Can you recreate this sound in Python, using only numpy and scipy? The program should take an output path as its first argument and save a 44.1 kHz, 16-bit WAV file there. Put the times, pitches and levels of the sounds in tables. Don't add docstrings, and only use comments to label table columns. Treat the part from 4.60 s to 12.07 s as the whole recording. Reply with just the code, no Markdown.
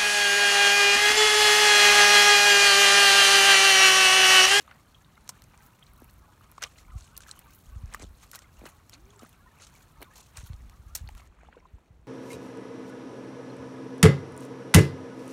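import sys
import numpy as np
from scipy import signal
from scipy.fft import rfft, irfft, next_fast_len
from scipy.io import wavfile
from scipy.ndimage import map_coordinates

SR = 44100
rng = np.random.default_rng(int(sys.argv[2]) if len(sys.argv) > 2 else 0)


def pcm_store(signal):
    levels = np.round(np.clip(np.atleast_2d(signal), -1, 1) * 32767)
    wavfile.write(sys.argv[1], SR, levels.astype(np.int16).T)


N = 329427
JUMP_S = 6.676


def amp(db):
    return 10 ** (np.asarray(db) / 20)


def unit(x):
    return x / np.sqrt(np.mean(x ** 2) + 1e-20)


def curves(rows):
    s, *cols = np.transpose(rows)
    return [np.interp(np.arange(N) / SR, s, c) for c in cols]


def wobble(rate_hz):
    knots = rng.standard_normal(int(N * rate_hz / SR) + 4)
    return map_coordinates(knots, [np.arange(N) * rate_hz / SR])


def coloured(x, spectrum):
    m = next_fast_len(N + 8192)
    hz, db = np.transpose(spectrum)
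    log_hz = np.log(np.fft.rfftfreq(m, 1 / SR) + 1)
    gain = amp(np.interp(log_hz, np.log(hz + 1), db))
    return unit(irfft(rfft(x, m) * gain, m)[:N])


def place(times_s, sounds):
    starts = np.round(np.asarray(times_s) * SR).astype(int)
    at = starts[:, None] + np.arange(sounds.shape[1])
    return np.bincount(at.ravel(), sounds.ravel(), N + sounds.shape[1])[:N]


def blips(peaks_s, db, hz, cycles, rise, length_s, sharp=1):
    hz = np.asarray(hz)[:, None]
    turns = hz * np.arange(round(length_s * SR)) / SR
    life = turns / cycles
    shape = (life / sharp) ** sharp * np.exp(sharp - life)
    glide = 1 + rise * np.minimum(life, 4)
    starts_s = (peaks_s - sharp * (cycles / hz)[:, 0]).clip(0)
    return place(starts_s, amp(db)[:, None] * shape * np.sin(2 * np.pi * turns * glide))


def scuffs():
    # f/Hz, level/dB
    grit_spectrum = [(1470, -51), (2500, -5.5), (4340, -1), (5330, -5.5), (6530, 0.5), (11000, -12.5),
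                     (14300, -40), (22000, -120)]
    slurp_spectrum = [(290, -21), (500, -6), (2450, -8), (2740, -10.5), (3500, -18.5), (4550, -18),
                      (7700, -120)]
    hiss_spectrum = [(7000, -120), (9500, -12.0), (11000, -8.0), (15000, -4.5), (17000, -12.0)]
    grit_gain, hiss_gain, slurp_gain = pressure()

    sand = grains(rate_hz=400, spread_db=4.5, t60_s=0.022, smooth=0.5)
    ticks = patter(count=4500, centre_hz=6520, spread=0.28, spread_db=7.5, cycles=0.56, life_s=0.00025)
    grit = coloured(sand, grit_spectrum) + amp(-2.5) * ticks

    fine_ticks = patter(count=900, centre_hz=11430, spread=0.17, spread_db=9.5, cycles=0.4, life_s=0.00005)
    hiss = coloured(sand * amp(3.8 * wobble(30)), hiss_spectrum) + amp(-3.0) * fine_ticks

    slush = coloured(grains(rate_hz=130, spread_db=6.0, t60_s=0.1, smooth=1.25), slurp_spectrum)
    drops = patter(count=2200, centre_hz=1374, spread=0.519, spread_db=6.0, cycles=0.6, life_s=0.0011)
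    ringing_drops = patter(count=700, centre_hz=2074, spread=0.322, spread_db=6, cycles=2, life_s=0.0015)
    slurp = slush + amp(-2.5) * drops + amp(-6) * ringing_drops

    gritty = grit_gain * amp(2.7 * wobble(34)) * grit
    wet = slurp_gain * amp(1.46 * wobble(25)) * slurp
    return gritty + hiss_gain * hiss + wet


def pressure():
    # t/s at the peak, length/s, grit level/dB, hiss level/dB, slurp level/dB
    strokes = [(0.01, 0.038, -57, -62, -58.5), (0.105, 0.17, -83, -75, -59), (0.722, 0.33, -71, -77, -64.5),
               (1.03, 0.55, -70.5, -69.5, -66), (1.27, 0.09, -72, -77, -77), (1.42, 0.47, -93, -67, -70),
               (1.834, 0.17, -70, -69, -68), (1.922, 0.19, -73, -84, -75), (2.035, 0.065, -49, -76, -40.5),
               (2.168, 0.13, -64, -68, -61.5), (2.406, 0.23, -58.5, -75, -67.5),
               (2.622, 0.076, -59, -70, -67), (2.698, 0.45, -66, -72, -61), (2.926, 0.83, -69.5, -67, -89),
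               (3.335, 0.2, -66, -74, -56.5), (3.416, 0.084, -54, -84, -56.5),
               (3.631, 0.14, -56.5, -73, -63.5), (3.743, 0.072, -48, -73, -53),
               (3.994, 0.23, -66, -70, -65.5), (4.065, 0.092, -56, -58.5, -52),
               (4.337, 0.058, -60.5, -76, -56.5), (4.626, 0.22, -63, -68, -61.5),
               (5.019, 0.18, -57.5, -83, -60.5), (5.163, 0.21, -62, -68, -66),
               (5.421, 0.052, -61, -59, -52.5), (5.566, 0.22, -57.5, -66, -62.5),
               (5.774, 0.12, -53, -61, -55.5), (5.867, 0.13, -60.5, -72, -68),
               (6.375, 0.065, -49.5, -57, -61), (6.576, 0.43, -67.5, -75.5, -61.5),
               (6.844, 0.93, -81, -98, -66)]
    rise_share, fade_db = 0.48, 28.5
    yard_rest_db, corner_rest_db = (-75.5, -82, -72.5), (-86, -99, -100)
    t = np.arange(N) / SR
    power = amp(np.where(t < JUMP_S, np.c_[list(yard_rest_db)], np.c_[list(corner_rest_db)])) ** 2
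    for s, length_s, *db in strokes:
        lost_db = fade_db * np.maximum((t - s) / length_s, (s - t) / (rise_share * length_s))
        near = (lost_db < 50) & ((t < JUMP_S) == (s < JUMP_S))
        power[:, near] += amp(np.c_[db] - lost_db[near]) ** 2
    return np.sqrt(power)


def grains(rate_hz, spread_db, t60_s, smooth):
    sizes = amp(spread_db * rng.exponential(1, N).clip(0, 4))
    hits = (rng.random(N) < rate_hz / SR) * sizes
    envelope = signal.fftconvolve(hits, amp(-60 * np.arange(512) / SR / t60_s))[:N]
    return rng.standard_normal(N) * (smooth + unit(envelope))


def patter(count, centre_hz, spread, spread_db, cycles, life_s):
    s, draw = rng.uniform(0, N / SR, count), rng.standard_normal((count, 2))
    hz = (centre_hz * np.exp(spread * draw[:, 0])).clip(300, 15000)
    db = spread_db * draw[:, 1].clip(-3, 2)
    return unit(blips(s, db, hz, cycles + life_s * hz[:, None], rise=0.017, length_s=0.016, sharp=0.47))


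def cracks():
    # t/s at the peak, peak level/dB, knock over it/dB, sparkle over it/dB, t60/s before limits
    breaks = [(0.078, -60, 11, -1, 0.0056), (0.113, -55, 17, -8, 0.005), (0.678, -37, -4, -13, 0.0014),
              (0.6921, -21.5, -10.5, -5.5, 0.026), (0.8208, -41, -3, -4, 0.0079),
              (0.8393, -45, -35, -3, 0.016), (0.9766, -42, -11, -9, 0.0048), (1.24, -49, -17, -10, 0.004),
              (1.335, -58, -15, 14.5, 0.005), (1.419, -63, 3, 13, 0.0064), (1.444, -53.5, -11, 15.5, 0.005),
              (1.916, -48.5, -17, 9, 0.005), (1.98, -43, -1, -14, 0.025), (2.022, -28, -3, -10, 0.015),
              (2.027, -28.5, 1, -10, 0.02), (2.037, -27, 3, -7, 0.016), (2.048, -43.5, 13, -13, 0.011),
              (2.185, -43.5, -13, -13, 0.024), (2.567, -31.5, -15, -10, 0.0045),
              (2.577, -30.5, -14, 8.5, 0.0097), (2.606, -37, -9, -8, 0.0081), (2.6354, -45, -9, -17, 0.015),
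              (2.6928, -35, -14, -24, 0.0021), (2.713, -25, -21, -36, 0.0059),
              (2.792, -47, 2, 14.5, 0.0052), (3.259, -44, -28, -8, 0.0029), (3.3385, -32, -5, -35, 0.0096),
              (3.3471, -28, -4, -1.5, 0.0045), (3.397, -42, -2, -15, 0.0087),
              (3.423, -32.5, -15, -29, 0.01), (3.43, -35.5, -15, -22, 0.0037), (3.7152, -32, -13, 1, 0.01),
              (3.75, -31, -4, -5, 0.0093), (3.7565, -29.5, -5.5, -1, 0.027), (3.766, -40, -21, -6, 0.0084),
              (3.7908, -33.5, -7, -10, 0.0055), (3.82, -45, -2, -11, 0.055), (4.0553, -38.5, -2, -24, 0.05),
              (4.296, -40, -5, -0.5, 0.0075), (4.593, -43.5, -6.5, -24, 0.019), (4.693, -56, 1, 14, 0.0058),
              (5.068, -42.5, -7, -10, 0.021), (5.153, -55, -12, 8, 0.01), (5.417, -46, -2, 6, 0.008),
              (5.428, -38.5, 2.5, 8.5, 0.0095), (5.7718, -28.5, -13, -40, 0.012),
              (5.871, -46, -13, 9, 0.002), (5.933, -47, 5.5, -14, 0.0059), (5.964, -51, -18, -9, 0.008),
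              (6.021, -52, -14, -15, 0.006), (6.097, -45, -2, -2, 0.0089), (6.351, -22.5, -15, -4, 0.0054),
              (6.3527, -14.5, -21, -5, 0.0018), (6.3542, -24, -12.5, 3, 0.046),
              (6.362, -29.5, -10, 3, 0.011), (6.4893, -41.5, 7, -2, 0.0057), (6.551, -45.5, 2.5, 1, 0.0035),
              (6.579, -44.5, -3, -5, 0.0069)]
    s, db, knock_db, sparkle_db, t60_s = np.transpose(breaks)[:, :, None]
    lead_s = 0.004
    t = np.arange(round(0.07 * SR)) / SR - lead_s
    build = amp(60 * t / 0.005)
    snap_decay = amp(-60 * t / t60_s.clip(0.002, 0.06))
    debris = amp(-16.0 - 60 * t / 0.058)
    burst = np.where(t < 0, build, snap_decay + debris)
    snap = 6.2 * (t == t[t >= 0][:1])
    noise = rng.standard_normal((len(breaks), len(t))) * burst + snap
    total = 0
    for lo_hz, hi_hz, level_db in [(480, 4100, db + knock_db), (4790, 9120, db),
                                   (8350, 14600, db + sparkle_db)]:
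        sos = signal.butter(3, [lo_hz, hi_hz], "bandpass", fs=SR, output="sos")
        band = signal.sosfilt(sos, noise)
        total = total + amp(level_db) * band / np.abs(band).max(axis=1, keepdims=True)
    return place(s[:, 0] - lead_s, total)


def footfalls():
    # t/s at the start, nominal peak level/dB, final f/Hz
    heels = [(1.419, -44, 229), (3.398, -46.5, 220), (3.42, -45, 282), (3.431, -43, 224),
             (3.442, -41.5, 167), (4.016, -43.5, 210), (4.029, -50, 304), (4.038, -43, 227),
             (4.056, -43, 339), (4.621, -46, 198), (4.6306, -42.5, 216), (5.404, -50, 325),
             (5.415, -44.5, 267), (5.4234, -44, 350)]
    drop, drop_s, decay_s = 5.5, 0.0014, 0.0048
    s, db, hz = np.transpose(heels)[:, :, None]
    t = np.arange(round(0.05 * SR)) / SR
    turns = hz * (t + drop * drop_s * (1 - np.exp(-t / drop_s)))
    shape = np.sqrt(2 * t / decay_s) * np.exp(0.5 - t / decay_s)
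    thuds = place(s[:, 0], amp(db) * shape * np.sin(2 * np.pi * turns))
    return thuds * (1 + 0.2 * wobble(900))


def mud():
    # t/s at the peak, nominal peak level/dB, nominal f/Hz
    pop_rows = [(0.079, -40.5, 1210), (0.115, -40.5, 1410), (0.447, -49, 3620), (0.556, -57, 3750),
                (0.578, -44.5, 1310), (0.695, -36.5, 980), (0.992, -47, 5760), (1.811, -46.5, 1220),
                (1.982, -35, 1090), (2.025, -28, 1450), (2.0283, -29.5, 5800), (2.038, -25, 5570),
                (2.04, -25.5, 2700), (2.187, -48, 2000), (2.251, -49.5, 2130), (2.305, -50, 1960),
                (2.308, -54, 2850), (2.477, -51, 2850), (2.606, -42, 1480), (2.635, -46, 1600),
                (2.635, -44, 3120), (2.666, -44, 1630), (2.686, -42.5, 1300), (2.693, -41, 1570),
                (2.713, -30, 3980), (2.774, -47, 1070), (3.347, -27.5, 1186), (3.346, -31.5, 1820),
                (3.364, -45, 1180), (3.419, -52, 1990), (3.44, -46.5, 3500), (3.734, -40, 1440),
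                (3.742, -42, 1380), (3.762, -41, 1480), (3.831, -50, 7200), (4.064, -40.5, 1870),
                (4.332, -47.5, 2050), (4.333, -39.5, 4120), (4.345, -44.5, 4340), (4.455, -53, 6000),
                (4.505, -50, 6500), (4.506, -51, 3300), (4.562, -48.5, 7500), (4.611, -48, 1200),
                (4.649, -46, 1210), (4.999, -50, 6500), (5.031, -53, 7850), (5.322, -55, 8000),
                (5.425, -40.5, 2140), (5.443, -48, 3500), (6.353, -40, 1820), (6.14, -55, 5460),
                (6.393, -51, 1620), (6.476, -38.5, 4220), (6.49, -45, 2940), (6.492, -40.5, 820),
                (6.619, -49, 1100), (6.725, -52.5, 1150), (6.79, -56, 1730), (6.815, -54, 2280),
                (6.834, -49.5, 694), (6.85, -52, 1280), (6.888, -43.5, 800), (6.928, -47.5, 1590),
                (6.969, -41, 470), (6.975, -53, 1440), (6.979, -49, 425), (7.004, -56, 2130),
                (7.184, -53.5, 920)]
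    # t/s at the peak, nominal peak level/dB, nominal f/Hz
    bubble_rows = [(0.349, -49.5, 3190), (0.574, -53.5, 2070), (1.228, -49, 3130), (1.268, -55, 4060),
                   (2.066, -42, 1170), (2.322, -48.5, 1240), (2.555, -57, 2770), (2.704, -49.5, 1245),
                   (3.783, -50, 1860), (3.845, -54, 2050), (4.601, -47, 1230), (5.154, -54, 2220),
                   (6.95, -50, 1010), (7.028, -54, 980), (7.056, -46.5, 1000)]
    s, db, hz = np.transpose(pop_rows)
    pops = wet_rings(s, db, hz, cycles=1.04 + 0.00091 * hz[:, None], rise=0.0085, sharp=0.45)
    s, db, hz = np.transpose(bubble_rows)
    return pops + wet_rings(s, db, hz, cycles=0.0018 * hz[:, None], rise=0.0054, sharp=3.1)


def wet_rings(s, db, hz, cycles, rise, sharp):
    low, high = (blips(s[k], db[k], hz[k], cycles[k], rise, 0.047, sharp)
                 for k in (hz < 2400, hz >= 2400))
    return low * (1 + 0.3 * wobble(800)) / 1.3 + high * (0.6 + 0.6 * wobble(1600))


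def whistles():
    # t/s, f/Hz, nominal rms level/dB
    rising = [(4.32, 215, -68), (4.42, 350.7, -65), (4.5, 408, -64), (4.54, 428, -73), (4.59, 385, -59)]
    falling = [(4.49, 1200, -73), (4.56, 930, -70), (4.63, 670, -70)]
    return whistle(rising) + whistle(falling)


def whistle(rows):
    pitch_hz, level_db = curves(rows)
    t = np.arange(N) / SR
    fade = np.clip(np.minimum(t - rows[0][0], rows[-1][0] - t) / 0.0086, 0, 1)
    flutter = amp(2.5 * wobble(60))
    tone = np.sqrt(2) * np.sin(2 * np.pi * np.cumsum(pitch_hz) / SR)
    return fade * amp(level_db) * flutter * tone


def trickle():
    count = 800
    draw = rng.standard_normal((count, 2))
    s = rng.uniform(0, JUMP_S - 0.04, count)
    db = -70.5 + 3 * draw[:, 0].clip(-2, 2)
    hz = 1200 * np.exp(0.18 * draw[:, 1])
    bubbles = blips(s, db, hz, cycles=8.5, rise=0.0046, length_s=0.068)
    return bubbles * amp(4.7 * wobble(9))


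def wind():
    # t/s, level/dB
    buffet_level = [(0, -66), (1.05, -61.5), (1.9, -62.5), (2.3, -49.5), (2.65, -58), (3, -57),
                    (3.25, -41.5), (3.7, -60.5), (4.3, -63), (4.45, -55.5), (4.7, -63), (5.7, -58),
                    (5.85, -51), (6.5, -51), (6.8, -58), (7.2, -65), (7.47, -54)]
    # f/Hz, level/dB
    buffet_spectrum = [(15, -28), (25, -4.5), (59, 10.5), (87, -2), (138, -23), (250, -16.5), (320, -63),
                       (550, -120)]
    # t/s at the peak, peak level/dB, mean f/Hz
    puff_rows = [(2.297, -50, 53), (2.363, -28.5, 67.4), (2.419, -45, 68.6), (3.079, -42.5, 52.7),
                 (3.132, -41.5, 45.6), (3.168, -31.5, 66.5), (3.243, -28.5, 71), (3.442, -37.5, 62),
                 (3.519, -43, 51.5), (4.444, -47.5, 54), (5.789, -38, 61), (5.84, -36, 75.5),
                 (5.907, -31, 81), (5.943, -33.5, 57), (6.012, -46, 93), (6.137, -52, 54),
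                 (6.201, -41.5, 67), (6.27, -40.5, 61), (6.42, -33.5, 56.5), (6.445, -36, 77),
                 (6.478, -39.5, 68.4), (7.145, -39, 61.5), (7.31, -46, 90.5), (7.401, -52, 70)]
    start_ratio = 1.54
    lumps = amp(3.8 * wobble(16)) * coloured(rng.standard_normal(N), buffet_spectrum)
    buffet = amp(curves(buffet_level)[0]) * unit(lumps)
    s, db, hz = np.transpose(puff_rows)
    return buffet + blips(s, db, start_ratio * hz, cycles=0.862, rise=-0.098, length_s=0.12)


def air():
    # f/Hz, level/dB
    yard_spectrum = [(35, -42), (60, -17.5), (83, 1.5), (139, -2), (492, -18.5), (1280, -18), (1740, -30),
                     (4220, -29.5), (4970, -31), (6430, -35.5), (10500, -32.5), (14900, -35.5),
                     (16000, -39)]
    corner_spectrum = [(88, -21), (150, 1), (217, -4), (960, -15), (6770, -36.5), (16000, -41.5)]
    yard = amp(-60.5) * coloured(rng.standard_normal(N), yard_spectrum)
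    corner = amp(-66.0) * coloured(rng.standard_normal(N), corner_spectrum)
    return np.where(np.arange(N) < JUMP_S * SR, yard, corner)


def scene():
    ground = scuffs() + cracks() + footfalls() + mud()
    return (ground + whistles() + trickle() + wind() + air())[None]


def record(dry):
    rolloff_hz, stop_hz = 15700, 16600
    m = next_fast_len(N + 8192)
    hz = np.fft.rfftfreq(m, 1 / SR)
    dips_db = -4 * np.exp(-((hz - 4850) / 300) ** 2) - 3 * np.exp(-((hz - 10400) / 450) ** 2)
    rolloff_db = -np.clip(hz - rolloff_hz, 0, None) / 30
    gain = np.where(hz < stop_hz, amp(rolloff_db), 0)
    return irfft(rfft(dry, m) * amp(dips_db) * gain, m)[:, :N]


dry = scene()
out = record(dry)
pcm_store(out)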